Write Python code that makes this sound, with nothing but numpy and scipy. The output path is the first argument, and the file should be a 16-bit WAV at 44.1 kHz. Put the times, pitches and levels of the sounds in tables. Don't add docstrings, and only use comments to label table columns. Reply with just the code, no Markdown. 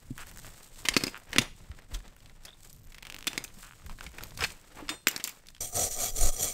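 import sys
import numpy as np
from scipy import signal
from scipy.fft import rfft, irfft
from scipy.io import wavfile

SR = 44100
rng = np.random.default_rng(int(sys.argv[2]) if len(sys.argv) > 2 else 0)


def voltage_ratio(decibels):
    exponent = np.asarray(decibels, float) / 20
    return 10 ** exponent


def log_audio(samples):
    frames = np.atleast_2d(samples).T
    limited = np.clip(frames, -1, 1)
    pcm = np.round(limited * 32767).astype(np.int16)
    wavfile.write(sys.argv[1], SR, pcm)


N = 287973


def rms_one(x):
    return x / np.sqrt(np.mean(x ** 2) + 1e-20)


def band(x, low_hz, high_hz, order=2):
    sos = signal.butter(order, [low_hz, min(high_hz, .45 * SR)], "band", fs=SR, output="sos")
    return signal.sosfilt(sos, x)


def drift(rate_hz):
    r = np.exp(-2 * np.pi * rate_hz * 8 / SR)
    slow = signal.lfilter([1], [1, -2 * r, r * r], rng.standard_normal(N // 8 + 4002))[4000:]
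    return np.interp(np.arange(N) / 8, np.arange(len(slow)), rms_one(slow))


def ring(x, hz, t60_s):
    r, w = voltage_ratio(-60 / (t60_s * SR)), 2 * np.pi * hz / SR
    return signal.lfilter([0, np.sin(w)], [1, -2 * r * np.cos(w), r * r], x + 1e-18)


def resonate(x, hz, width_hz):
    r = np.exp(-np.pi * width_hz / SR)
    b = np.array([1, 0, -1]) * (1 - r * r) / 2
    return signal.lfilter(b, [1, -2 * r * np.cos(2 * np.pi * hz / SR), r * r], x)


def colour(x, spectrum):
    hz, points = np.arange(N // 2 + 1) * SR / N + 1, np.array(spectrum)
    gain_db = np.interp(np.log(hz), np.log(points[:, 0]), points[:, 1])
    return rms_one(irfft(rfft(x) * voltage_ratio(gain_db), N))


def grains(per_s, spread_db, hiss):
    sizes = voltage_ratio(spread_db * np.minimum(rng.exponential(1, N), 5)) * rng.choice([-1, 1], N)
    return rms_one(sizes * (rng.random(N) < per_s / SR)) + hiss * rng.standard_normal(N)


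def swells(rows, rest_db):
    t = np.arange(0, N, 64) / SR
    power = voltage_ratio(rest_db) ** 2
    for s, fade_s, db in rows:
        side_s = fade_s * np.where(t < s, 0.8, 1)
        power = power + voltage_ratio(db - 17.5 * np.abs(t - s) / side_s) ** 2
    return np.interp(np.arange(N) / SR, t, 10 * np.log10(power))


def room(x):
    t60_s, level_db = 0.32, -17
    t = np.arange(SR // 2) / SR
    reply = band(rng.standard_normal(len(t)), 300, 21000, order=1) * voltage_ratio(-60 * t / t60_s) * (t > .004)
    return voltage_ratio(level_db) * signal.fftconvolve(x, reply / np.sqrt(np.sum(reply ** 2)))[:N]


def rumble(level_db, low_hz, upper):
    low = band(rng.standard_normal(N), low_hz, 2.66 * low_hz, order=3)
    low = low + upper * band(rng.standard_normal(N), 33, 150)
    return voltage_ratio(level_db + 0.73 * drift(18)) * rms_one(low)


def bumps():
    # time in seconds, peak in dB, pitch in Hz, t60 in seconds.
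    pushes = [(0.1043, -31.5, 127, 0.061), (0.1062, -28, 253, 0.027), (.391, -41, 36.7, .081),
              (.893, -34, 47.8, .071), (1.384, -22.5, 227, 0.046), (1.385, -25, 122, 0.051),
              (1.699, -17.5, 67, 0.014), (1.925, -25, 41, 0.13), (3.401, -48, 128.5, 0.086),
              (3.571, -47, 184, 0.027), (3.853, -19, 59, 0.014), (4.051, -43, 59, 0.22),
              (4.068, -44, 170, 0.055), (4.403, -28, 77, 0.043), (4.425, -31.5, 461, 0.032),
              (4.432, -42, 156, 0.071), (4.822, -41.5, 290, 0.12), (4.901, -39, 307, 0.097)]
    out = np.zeros(N)
    for s, level_db, hz, t60_s in pushes:
        push = np.zeros(N)
        push[round(s * SR)] = -voltage_ratio(level_db)
        out += 2 * resonate(ring(push, hz, t60_s), hz, 0.41 * hz)
    return out


def air():
    # time in seconds, fade time in seconds, level in dB.
    gusts = [(5.6, 0.1, -46), (5.91, 0.32, -40), (6.24, 0.12, -33), (6.53, 0.23, -36)]
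    gust_db = swells(gusts, -52)
    hum = rms_one(resonate(resonate(rng.standard_normal(N), 40, 14), 40, 14))
    return rumble(gust_db, low_hz=8, upper=.02) + voltage_ratio(gust_db - 9) * hum


def puffs():
    # time in seconds, pressure (full scale 1), pitch in Hz.
    pushes = [(6.146, -.04, 21), (6.213, .055, 38), (6.248, -.06, 55), (6.262, .19, 15)]
    out, t = np.zeros(N), np.arange(N) / SR
    for s, pressure, hz in pushes:
        out += pressure * np.cos(2 * np.pi * hz * (t - s)) * np.exp(-(hz * (t - s) / .85) ** 2)
    return out


def gloves():
    # fastest moment
    # in seconds, fade time in seconds, rubbing in dB, crackle in dB.
    moves = [(.03, 0.53, -62.5, -63), (0.208, 0.056, -50.5, -48), (.29, 0.1, -57.5, -52.5),
             (0.387, 0.031, -57, -51.5), (.47, 0.18, -55.5, -55.5), (.62, 0.83, -61, -57.5),
             (0.793, 0.053, -56, -49.5), (0.911, 0.095, -43, -53), (1.039, 0.16, -42.5, -49.5),
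             (1.346, 0.074, -41.5, -55), (1.424, 0.055, -37, -54), (1.62, 0.23, -61.5, -63),
             (1.759, 0.4, -63, -73), (1.944, 0.067, -49, -50.5), (2.08, 0.12, -57.5, -67.5),
             (2.25, 0.16, -61, -64.5), (2.462, 0.11, -54, -63.5), (2.655, 0.18, -64.5, -57.5),
             (3.13, 0.41, -59, -72), (3.36, 0.22, -50, -58), (3.628, 0.21, -61, -53),
             (3.88, 0.21, -61, -58), (4.034, 0.047, -46.5, -49), (4.22, 0.27, -53.5, -55.5),
             (4.43, 0.089, -54, -40.5), (4.5, 0.23, -57.5, -58.5), (4.78, 0.26, -55, -59.5),
             (4.927, 0.051, -44, -64), (5.129, 0.072, -44.5, -62), (5.28, 0.21, -55.5, -55.5)]
    # time in seconds, fade time in seconds, level in dB.
    sways = [(.14, 0.31, -44), (.35, 0.28, -45), (.48, 0.16, -44), (.72, 0.053, -52), (.93, 0.37, -43.5),
             (1.4, 0.17, -36), (1.62, 0.14, -45), (1.76, 0.11, -45.5), (1.94, 0.12, -38),
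             (2.08, 0.076, -45.5), (2.28, 0.28, -47), (2.8, 0.7, -46.5), (3.18, 0.21, -50.5),
             (3.55, 0.62, -47.5), (3.9, 0.2, -39.5), (4.03, 0.061, -47), (4.22, 0.13, -41),
             (4.4, 0.21, -38), (4.86, 0.32, -46), (5.5, 0.17, -50.5)]
    # frequency in Hz, level in dB per Hz.
    rubbing = [(76, -27.5), (130, -5), (516, -4), (1420, -8), (1770, -8), (1980, -8), (6000, -21),
               (7800, -49), (13200, -120)]
    # frequency in Hz, level in dB per Hz.
    crackling = [(2000, -14.5), (3500, -5.5), (6000, -6), (8000, -0.5), (10400, -11.5), (12500, -8.5),
                 (15800, -13.5)]
    rub_db = swells([(s, fade_s, db) for s, fade_s, db, _ in moves], -74.5)
    crackle_db = swells([(s, fade_s, db) for s, fade_s, _, db in moves], -71)
    rumble_db = swells(sways, -63.5)
    bursts = drift(44)
    rub = voltage_ratio(rub_db + bursts + 2.6 * drift(36)) * colour(grains(1500, spread_db=3.0, hiss=0.93), rubbing)
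    crackle = colour(grains(1200, spread_db=3.5, hiss=0.88), crackling)
    crackle = crackle + (voltage_ratio(0.76 * drift(1.7)) - 1) * band(crackle, 6200, 17000)
    crackle = voltage_ratio(crackle_db + 2.0 * bursts + 2.1 * drift(60)) * crackle
    return rub + crackle + rumble(rumble_db - 2.0, low_hz=12.0, upper=0.21)


def creaks():
    # start in seconds, length in seconds, first and last slips per second, level in dB.
    rubber = [(0.179, 0.057, 147, 510, -31), (1.145, 0.034, 105, 227, -26),
              (3.6305, 0.022, 136, 156, -33.5), (3.658, 0.035, 156, 270, -40.5),
              (3.679, 0.021, 120, 186, -40), (3.71, 0.034, 77, 100, -35)]
    # start in seconds, length in seconds, slips per second, level in dB, Hz.
    squeaks = [
        (3.582, .07, 300, -42, 12500),
        (2.47, .06, 70, -43, 1500),
    ]
    rows = [(*row, 1530) for row in rubber]
    rows += [(s, length_s, per_s, per_s, db, hz) for s, length_s, per_s, db, hz in squeaks]
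    out, t = np.zeros(N), np.arange(N) / SR
    wobble = 1 + 0.03 * drift(60)
    for s, length_s, first_per_s, last_per_s, level_db, hz in rows:
        share = (t - s) / length_s
        inside = (share >= 0) & (share < 1)
        per_s = first_per_s + (last_per_s - first_per_s) * share ** 2
        turns = np.cumsum(inside * wobble * per_s) / SR + 1 - 1e-3
        slip_db = level_db - 6 * np.clip(share, 0, 1) + .7 * drift(150)
        slips = np.diff(np.floor(turns), prepend=0) * voltage_ratio(slip_db)
        edge, slips = band(slips, 6500, 9000), band(slips, .62 * hz, 2.4 * hz)
        t60_s = .0042 * min(1, (4000 / hz) ** 2)
        out += ring(slips, hz, t60_s) + 0.8 * ring(slips, 1.65 * hz, .6 * t60_s)
        out += .2 * (hz < 2000) * edge
    return out


def snaps():
    # time in seconds, peak in dB.
    peels = [(2.729, -29), (2.734, -38), (2.746, -40), (2.7637, -40), (2.7752, -42), (2.785, -40),
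             (2.79, -49), (2.7967, -44), (2.815, -48), (2.8343, -41), (2.842, -39), (2.848, -40),
             (2.853, -45), (4.2335, -36), (4.2364, -20), (4.243, -30), (4.253, -42), (4.27, -37),
             (4.284, -40), (4.29, -41), (4.2955, -39), (4.309, -44), (4.312, -46), (4.3745, -33),
             (4.408, -21), (4.419, -34), (4.4445, -21), (4.4545, -32)]
    t60_s, body_db = 0.0038, -10
    clicks = np.zeros(N)
    for s, level_db in peels:
        clicks[round(s * SR)] = voltage_ratio(level_db)
    tail = signal.lfilter([.6], [1, -voltage_ratio(-60 / (t60_s * SR))], clicks + 1e-18)
    burst = clicks + tail * rng.standard_normal(N)
    return 2 * band(burst, 13000, 14000) + 2 * voltage_ratio(body_db) * band(burst, 3700, 9200)


def rod():
    # frequency in Hz, level in dB, t60 in seconds.
    rod_modes = [(2230, -13, .093), (3612, 2, .25), (4199, -15, .45), (5803, -12, .3), (7106, -1, .2),
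                 (8333, -2, .3), (10930, -21, .4), (11320, -13, .22), (11910, -27, .3), (14960, -26, .17),
                 (15650, -17, .21)]
    flick_s, lands_s, level_db = 4.891, 5.07, -38
    click = np.zeros(N)
    click[round(flick_s * SR)] = voltage_ratio(level_db)
    tone = sum(voltage_ratio(db) * ring(click, hz, t60_s) for hz, db, t60_s in rod_modes)
    return tone * voltage_ratio(-60 * np.maximum(np.arange(N) / SR - lands_s, 0) / 0.027)


def pings():
    # time in seconds, peak in dB, frequency in Hz, t60 in seconds.
    singing = [(.853, -42, 4520, 0.027), (2.468, -45, 3300, 0.018), (2.4827, -35, 3430, 0.014),
               (2.49, -35, 3530, 0.011), (2.5055, -38.5, 3540, 0.013), (2.53, -43, 3600, 0.02),
               (2.537, -41, 3700, .01), (4.0085, -25.5, 1600, 0.012), (4.2082, -26.5, 1410, 0.011),
               (.8875, -17.5, 2150, 0.025), (1.3839, -9, 1930, .012), (1.383, -15, 3420, 0.021),
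               (1.385, -14.5, 2740, 0.024), (1.387, -17, 3680, .015), (1.39, -19, 4710, 0.014),
               (3.2785, -18, 3560, 0.02), (.855, -35, 2480, 0.035), (0.9395, -24, 4540, 0.02),
               (.968, -14.5, 4350, 0.025), (0.975, -23.5, 4460, 0.015), (1.0384, -20, 5020, 0.023),
               (1.0695, -28.5, 5050, 0.029), (1.362, -40, 5050, 0.078), (1.3875, -29, 9100, 0.024),
               (1.389, -20, 6730, 0.017), (1.418, -28, 6630, 0.019), (4.4075, -21, 5180, 0.013),
               (4.442, -25, 4310, 0.045), (5.071, -10.5, 7360, 0.014), (5.071, -19, 12100, .015),
               (5.0848, -17, 11930, 0.016), (5.0835, -24, 13400, 0.014), (5.085, -24, 8000, 0.024),
               (5.0855, -31, 5940, 0.044), (5.087, -30, 2870, 0.05), (5.163, -26, 5560, 0.015),
               (5.241, -32, 7320, 0.053), (5.2755, -31, 7400, 0.022)]
    out, click = np.zeros(N + 5000), np.eye(1, 5000)[0]
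    rise = 1 - np.exp(-np.arange(5000) / SR / .0006)
    for s, level_db, hz, t60_s in singing:
        at = round(s * SR)
        out[at:at + 5000] += voltage_ratio(level_db) * ring(click, hz, min(t60_s, .06)) * rise
    return out[:N]


def contacts(rows, click, modes_db, rise_s=1e-5, soften=0):
    # frequency in Hz, level in dB, t60 in seconds.
    part_modes = [(1400, -15, 0.021), (2297, -3.5, 0.036), (2690, 16.5, 0.005), (3400, 1, 0.007),
                  (4430, -14.5, 0.014), (5050, 5.5, 0.013), (6700, -6.5, 0.0086), (9070, -16, 0.02),
                  (12300, -33, .03)]
    # frequency in Hz, level in dB, t60 in seconds.
    table_modes = [(148, -19, 0.13), (284, 5.5, 0.035), (359, 7, 0.023), (494, -4, 0.037),
                   (740, -36, 0.064)]
    t = np.arange(5000) / SR
    noises = rng.standard_normal((len(rows), len(t)))
    strengths_db = rng.normal(0, 5, (len(rows), len(part_modes)))
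    out, thuds = np.zeros(N + len(t)), np.zeros(N)
    for (s, level_db, edge_db, hz, t60_s, thud_db), noise, strength_db in zip(rows, noises, strengths_db):
        chatter = noise * voltage_ratio(-60 * t / np.clip(t60_s, .003, .15)) * (1 - np.exp(-t / rise_s))
        chatter[0] = click * min(1, 0.0099 / t60_s) ** soften
        body = band(chatter, 0.36 * hz, 2.4 * hz) + 3 * resonate(chatter, hz, 0.34 * hz)
        modes = sum(voltage_ratio(db + d) * ring(chatter, f, mode_t60_s)
                    for (f, db, mode_t60_s), d in zip(part_modes, strength_db))
        body = body / np.abs(body).max() + voltage_ratio(modes_db) * modes / np.abs(modes).max()
        edge = chatter * voltage_ratio(-60 * t / 0.023)
        edge = band(edge, 4500, 10750) + 0.77 * band(edge, 10000, 15000)
        at = round(s * SR)
        out[at:at + len(t)] += voltage_ratio(level_db) * (body + voltage_ratio(edge_db - 2.5) * edge / np.abs(edge).max())
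        thuds[at] += voltage_ratio(level_db + thud_db - 5.5)
    soft = signal.lfilter([.1], [1, -.9], thuds)
    table = sum(voltage_ratio(db) * ring(soft, hz, t60_s) for hz, db, t60_s in table_modes)
    return out[:N] + band(table, 130, 3000)


def small_contacts():
    # time in seconds, peak in dB, main pitch in Hz.
    taps = [(0.4464, -33.5, 1440), (0.7595, -38, 3380), (1.2, -47, 1260), (1.315, -44, 2290),
            (1.716, -34.5, 1540), (1.789, -39, 1600), (1.821, -45.5, 1520), (2.004, -40, 1520),
            (2.08, -38, 3480), (2.2047, -43, 3149), (2.2596, -36, 3260), (2.297, -40.5, 1910),
            (2.4363, -42, 4910), (3.479, -36, 3360), (3.798, -45, 1300), (3.82, -44, 1270),
            (3.896, -31, 1300), (3.903, -38, 1450), (3.912, -37, 1195), (3.926, -43, 1290),
            (3.865, -40, 1600), (3.991, -36, 2600), (4.019, -45, 1500), (4.308, -35.5, 3870),
            (4.32, -42, 810), (1.3312, -19, 2350), (1.252, -51, 1490), (3.318, -32, 2000),
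            (3.9872, -35.5, 1580), (5.461, -43, 2100), (5.4696, -36.5, 5860), (5.4863, -30.5, 3740),
            (5.5488, -35, 2950), (5.5654, -37.5, 2280), (5.581, -42, 2500)]
    # time in seconds, peak in dB.
    grit = [(0.083, -57), (0.107, -62), (0.1501, -57), (0.1797, -32.5), (0.27, -38.5), (0.314, -38),
            (0.361, -41), (0.3733, -35.5), (0.391, -37.5), (0.467, -37), (0.4907, -43), (0.579, -43),
            (1.1767, -39), (1.2, -46), (1.293, -47), (1.307, -45.5), (1.318, -43), (1.337, -35.5),
            (3.546, -54), (3.558, -53), (3.572, -54), (3.579, -56), (4.92, -46), (4.947, -50), (1.919, -52),
            (2.165, -44.5), (2.954, -47.5), (3.148, -38), (3.189, -35), (2.6476, -42.5), (2.8718, -46.5),
            (3.863, -38.5), (4.118, -45), (4.184, -38), (5.178, -30), (5.3624, -52.5), (5.504, -44.5)]
    # time in seconds, peak in dB.
    ridges = [(3.0296, -27), (3.069, -24.5), (3.1, -23), (3.1241, -24.5), (3.1446, -22.5), (3.1645, -25),
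              (3.1857, -30), (3.2085, -29), (3.2266, -26), (3.244, -29)]
    # time in seconds, peak in dB, pitch in Hz.
    grinds = [(2.9208, -40, 2500), (2.945, -36, 2340), (2.963, -50, 2300), (2.977, -48, 1980),
              (2.982, -37, 2340), (3.0243, -33.5, 2300), (3.051, -33.5, 2300), (3.0714, -40, 2400),
              (3.082, -67, 2400), (3.102, -36, 2600)]
    ticks = [(s, db, -18.5, hz, .02, -30) for s, db, hz in taps]
    ticks += [(s, db, 8.5, 1600, .02, -30) for s, db in grit]
    clicking = [(s, db, -9, 2600, .007, -28) for s, db in ridges]
    grinding = [(s, db, -8, hz, .025, -30) for s, db, hz in grinds]
    crisp = contacts(clicking, click=14, modes_db=-30)
    dull = contacts(ticks, click=8.8, modes_db=-39.5)
    return dull + crisp + contacts(grinding, click=0, modes_db=-20, rise_s=0.00023)


def knocks():
    # time in seconds, peak in dB, bright edge in relative dB,
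    # main pitch in Hz, table thud in relative dB.
    block = [(0.8861, -6.5, -33, 3300, -27.5), (0.9658, -5.5, -24.5, 2660, -10.5),
             (1.008, -30, -15, 2150, -10.5), (1.0371, -13.5, -30, 4000, -10), (1.068, -22, -24, 4570, -7),
             (1.3614, -18.5, -25.5, 1850, -6), (1.3837, -1.5, -37, 2820, -26.5),
             (0.974, -12, -17, 4430, -21), (1.079, -25.5, -21, 2360, -11), (1.391, -16.5, -12, 3500, -21)]
    # time in seconds, peak in dB, bright edge in relative dB,
    # main pitch in Hz, chatter t60 in seconds.
    drops = [(3.2699, -15.5, -0.5, 2900, 0.04), (3.2763, -12, -27, 3430, 0.026),
             (3.332, -22.5, -9, 2820, 0.012), (3.3779, -12, -29, 3450, 0.021),
             (3.44, -25, -19, 6950, 0.045), (3.448, -29, -11, 2520, 0.015), (3.345, -47, -15, 2800, 0.013),
             (5.0708, -3.5, -12, 2000, 0.012), (5.0732, -16, -18, 2200, 0.022),
             (5.083, -15.5, 8.5, 3300, 0.031), (5.113, -29.5, 5.5, 5200, .027),
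             (5.1626, -16.5, -34, 4100, 0.022), (5.249, -26, -1, 2980, 0.038),
             (5.24, -27, 13.5, 5430, 0.13), (5.275, -27.5, 9.5, 2600, 0.044),
             (5.2925, -36.5, 13.5, 2620, 0.073)]
    # time in seconds, peak in dB, main pitch in Hz, chatter t60 in seconds.
    prying = [(2.451, -32, 5100, 0.05), (4.009, -26.5, 1447, 0.0074), (4.065, -31, 1900, 0.027),
              (4.184, -34, 1770, 0.039), (4.186, -32.5, 735, 0.019), (4.193, -43, 1900, .015),
              (4.033, -51, 1900, 0.024), (4.2088, -33, 1350, 0.015), (4.2361, -23, 3560, 0.007),
              (4.3748, -26, 4360, 0.024), (4.4071, -26, 1400, 0.095), (4.421, -21.5, 1400, 0.097),
              (4.439, -13.5, 2360, 0.026), (4.4447, -19, 1600, 0.04), (4.5032, -32, 2520, 0.023),
              (4.883, -30, 2060, 0.014), (4.8912, -20.5, 2500, 0.069)]
    # time in seconds, peak in dB, main pitch in Hz, table thud in relative dB.
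    scuffs = [(0.851, -19.5, 2180, -18), (0.9364, -23.5, 2360, -25), (1.329, -29, 2220, -22),
              (1.4138, -25, 3500, -10), (1.943, -29, 3240, -38.5), (4.3873, -31.5, 1336, -22.5),
              (4.767, -40.5, 980, -5.5), (4.785, -34.5, 790, -14), (4.805, -49.5, 1020, 6),
              (4.825, -48, 900, 10), (4.165, -53, 747, -20), (4.91, -36.5, 830, -24),
              (5.197, -31, 2070, -12.5)]
    hits = [(s, db, edge_db, hz, 0.026, thud_db) for s, db, edge_db, hz, thud_db in block]
    for s, db, edge_db, hz, t60_s in drops:
        hits.append((s, db, edge_db, hz, t60_s, -38.5 + 0.99 * (db + 16.5) - db))
    for s, db, hz, t60_s in prying:
        hits.append((s, db, -48 + 18 * np.log2(hz / 1500), hz, t60_s, -29))
    glancing = [(s, db, -12.5, hz, 0.0079 + 71 / hz, thud_db) for s, db, hz, thud_db in scuffs]
    struck = contacts(hits, click=10.6, modes_db=-8.0, soften=0.82)
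    return struck + contacts(glancing, click=0, modes_db=-25.0, rise_s=0.006)


def stroke_gain(level_db, follows, rest_db, lead_s):
    # start, fastest moment and end in seconds, bristle level in dB.
    strokes = [(5.503, 5.613, 5.688, -32), (5.726, 5.834, 5.903, -27), (5.897, 5.922, 5.968, -37.5),
               (5.941, 6.054, 6.125, -30), (6.145, 6.167, 6.215, -35.5), (6.158, 6.259, 6.325, -26.5),
               (6.309, 6.34, 6.4, -39.5), (6.356, 6.455, 6.54, -30)]
    t, power = np.arange(N) / SR + lead_s, voltage_ratio(rest_db) ** 2
    for start_s, peak_s, end_s, bristle_db in strokes:
        away = np.where(t < peak_s, (peak_s - t) / (peak_s - start_s), (t - peak_s) / (end_s - peak_s))
        power = power + voltage_ratio(level_db + follows * (bristle_db + 29.5) - 19 * away ** 2.94) ** 2
    return np.sqrt(power)


def brush():
    turns_s = [5.69, 5.957, 6.13, 6.36]
    # time in seconds, jump in dB.
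    tuft_bites = [(5.7456, 7.5), (5.7625, 1), (5.778, 2.5), (5.828, 1), (5.84, 1.5), (5.862, -3.5),
                  (5.91, 9), (5.945, 3), (5.967, -2), (5.987, 5), (6.038, 4.5), (6.062, -3), (6.108, -8.5),
                  (6.1366, 0), (6.162, 6.5), (6.171, -7.5), (6.177, 6), (6.211, 0), (6.24, -3.5),
                  (6.309, -6), (6.3252, 4.5), (6.3636, 2), (6.42, 5.5), (6.46, -0.5)]
    # frequency in Hz, width in Hz, level in dB, dB gained on a push, lost on a pull.
    shell_modes = [(1944, 33, -1, -0.5), (2280, 51, 1.5, -3.5), (3300, 79, 5.5, -2.5), (4130, 100, 1, 2),
                   (4760, 18, 0, -7.5), (5905, 63, 9.5, -2), (6770, 54, 6, 0), (7180, 53, 2.5, 3),
                   (7580, 52, 2, -3.5), (7680, 47, -6, 10), (8740, 100, 4.5, -0.5), (10940, 150, -5.5, 1.5),
                   (11800, 125, -4.5, -4), (13100, 110, -6, 0)]
    # frequency in Hz, width in Hz, level in dB.
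    boom_modes = [(90, 34, 6), (237, 68, -5), (451, 103, 0), (602, 112, -3.5), (722, 58, 4.5),
                  (1214, 193, -7)]
    # frequency in Hz, level in dB per Hz.
    bristles = [(900, -22), (1500, -5.5), (2600, -6.5), (4300, 2), (5200, -7.5), (5800, -0.5), (8900, -5.5),
                (9500, -11), (10300, -22), (11300, -11.5), (13000, -14), (15800, -18)]
    t = np.arange(N) / SR
    push = -np.prod([np.tanh((t - s) / 0.013) for s in turns_s], axis=0)
    bites = voltage_ratio(sum(db * (t > s) * np.exp(-np.abs(t - s) / 0.021) for s, db in tuft_bites))
    snags = voltage_ratio(1.9 * drift(150) + .5 * drift(40))
    tips = snags * grains(6000, spread_db=1.5, hiss=0.5)
    modes, boom = 0, 0
    for k, (hz, width_hz, db, lean_db) in enumerate(shell_modes):
        gain = voltage_ratio(db + lean_db * push + 3 * drift(18))
        modes = modes + (-1) ** k * gain * resonate(tips, hz, 1.4 * width_hz)
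    flakes = snags * grains(5000, spread_db=3.0, hiss=.6)
    wires = rms_one(1.25 * rms_one(modes) + colour(flakes, bristles))
    for k, (hz, width_hz, db) in enumerate(boom_modes):
        mode = resonate(resonate(tips, hz, 3 * width_hz), hz, width_hz)
        boom = boom + (-1) ** k * voltage_ratio(db + 1.87 * drift(4.5)) * mode
    bright = stroke_gain(-30, 1, -46, lead_s=0) * rms_one(band(wires, 5000, 19000))
    fizz = stroke_gain(-62, 0.33, -56, lead_s=0) * rms_one(band(flakes, 12500, 17000))
    dull = stroke_gain(-42, 0.99, -56, lead_s=0) * rms_one(band(wires, 1800, 5000))
    low = stroke_gain(-39.5, 1.43, -56, lead_s=.008) * rms_one(boom)
    return bites * (bright + dull + fizz) + low + air() + puffs()


def scene():
    change_s = 5.604
    after = np.clip((np.arange(N) / SR - change_s) / 0.0041, 0, 1)
    hits = knocks() + small_contacts() + creaks() + rod() + pings() + snaps()
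    handling = hits + room(hits) + gloves() + bumps()
    return (handling * (1 - after) + brush() * after)[None]


def top_cut(x):
    return signal.sosfilt(signal.butter(12, 17000, fs=SR, output="sos"), x)


def record(dry):
    rounded = 1.1 * np.tanh(dry / 1.1)
    low_pass = signal.ellip(10, .5, 60, 15700, fs=SR, output="sos")
    return top_cut(signal.sosfilt(low_pass, rounded))


dry = scene()
out = record(dry)
log_audio(out)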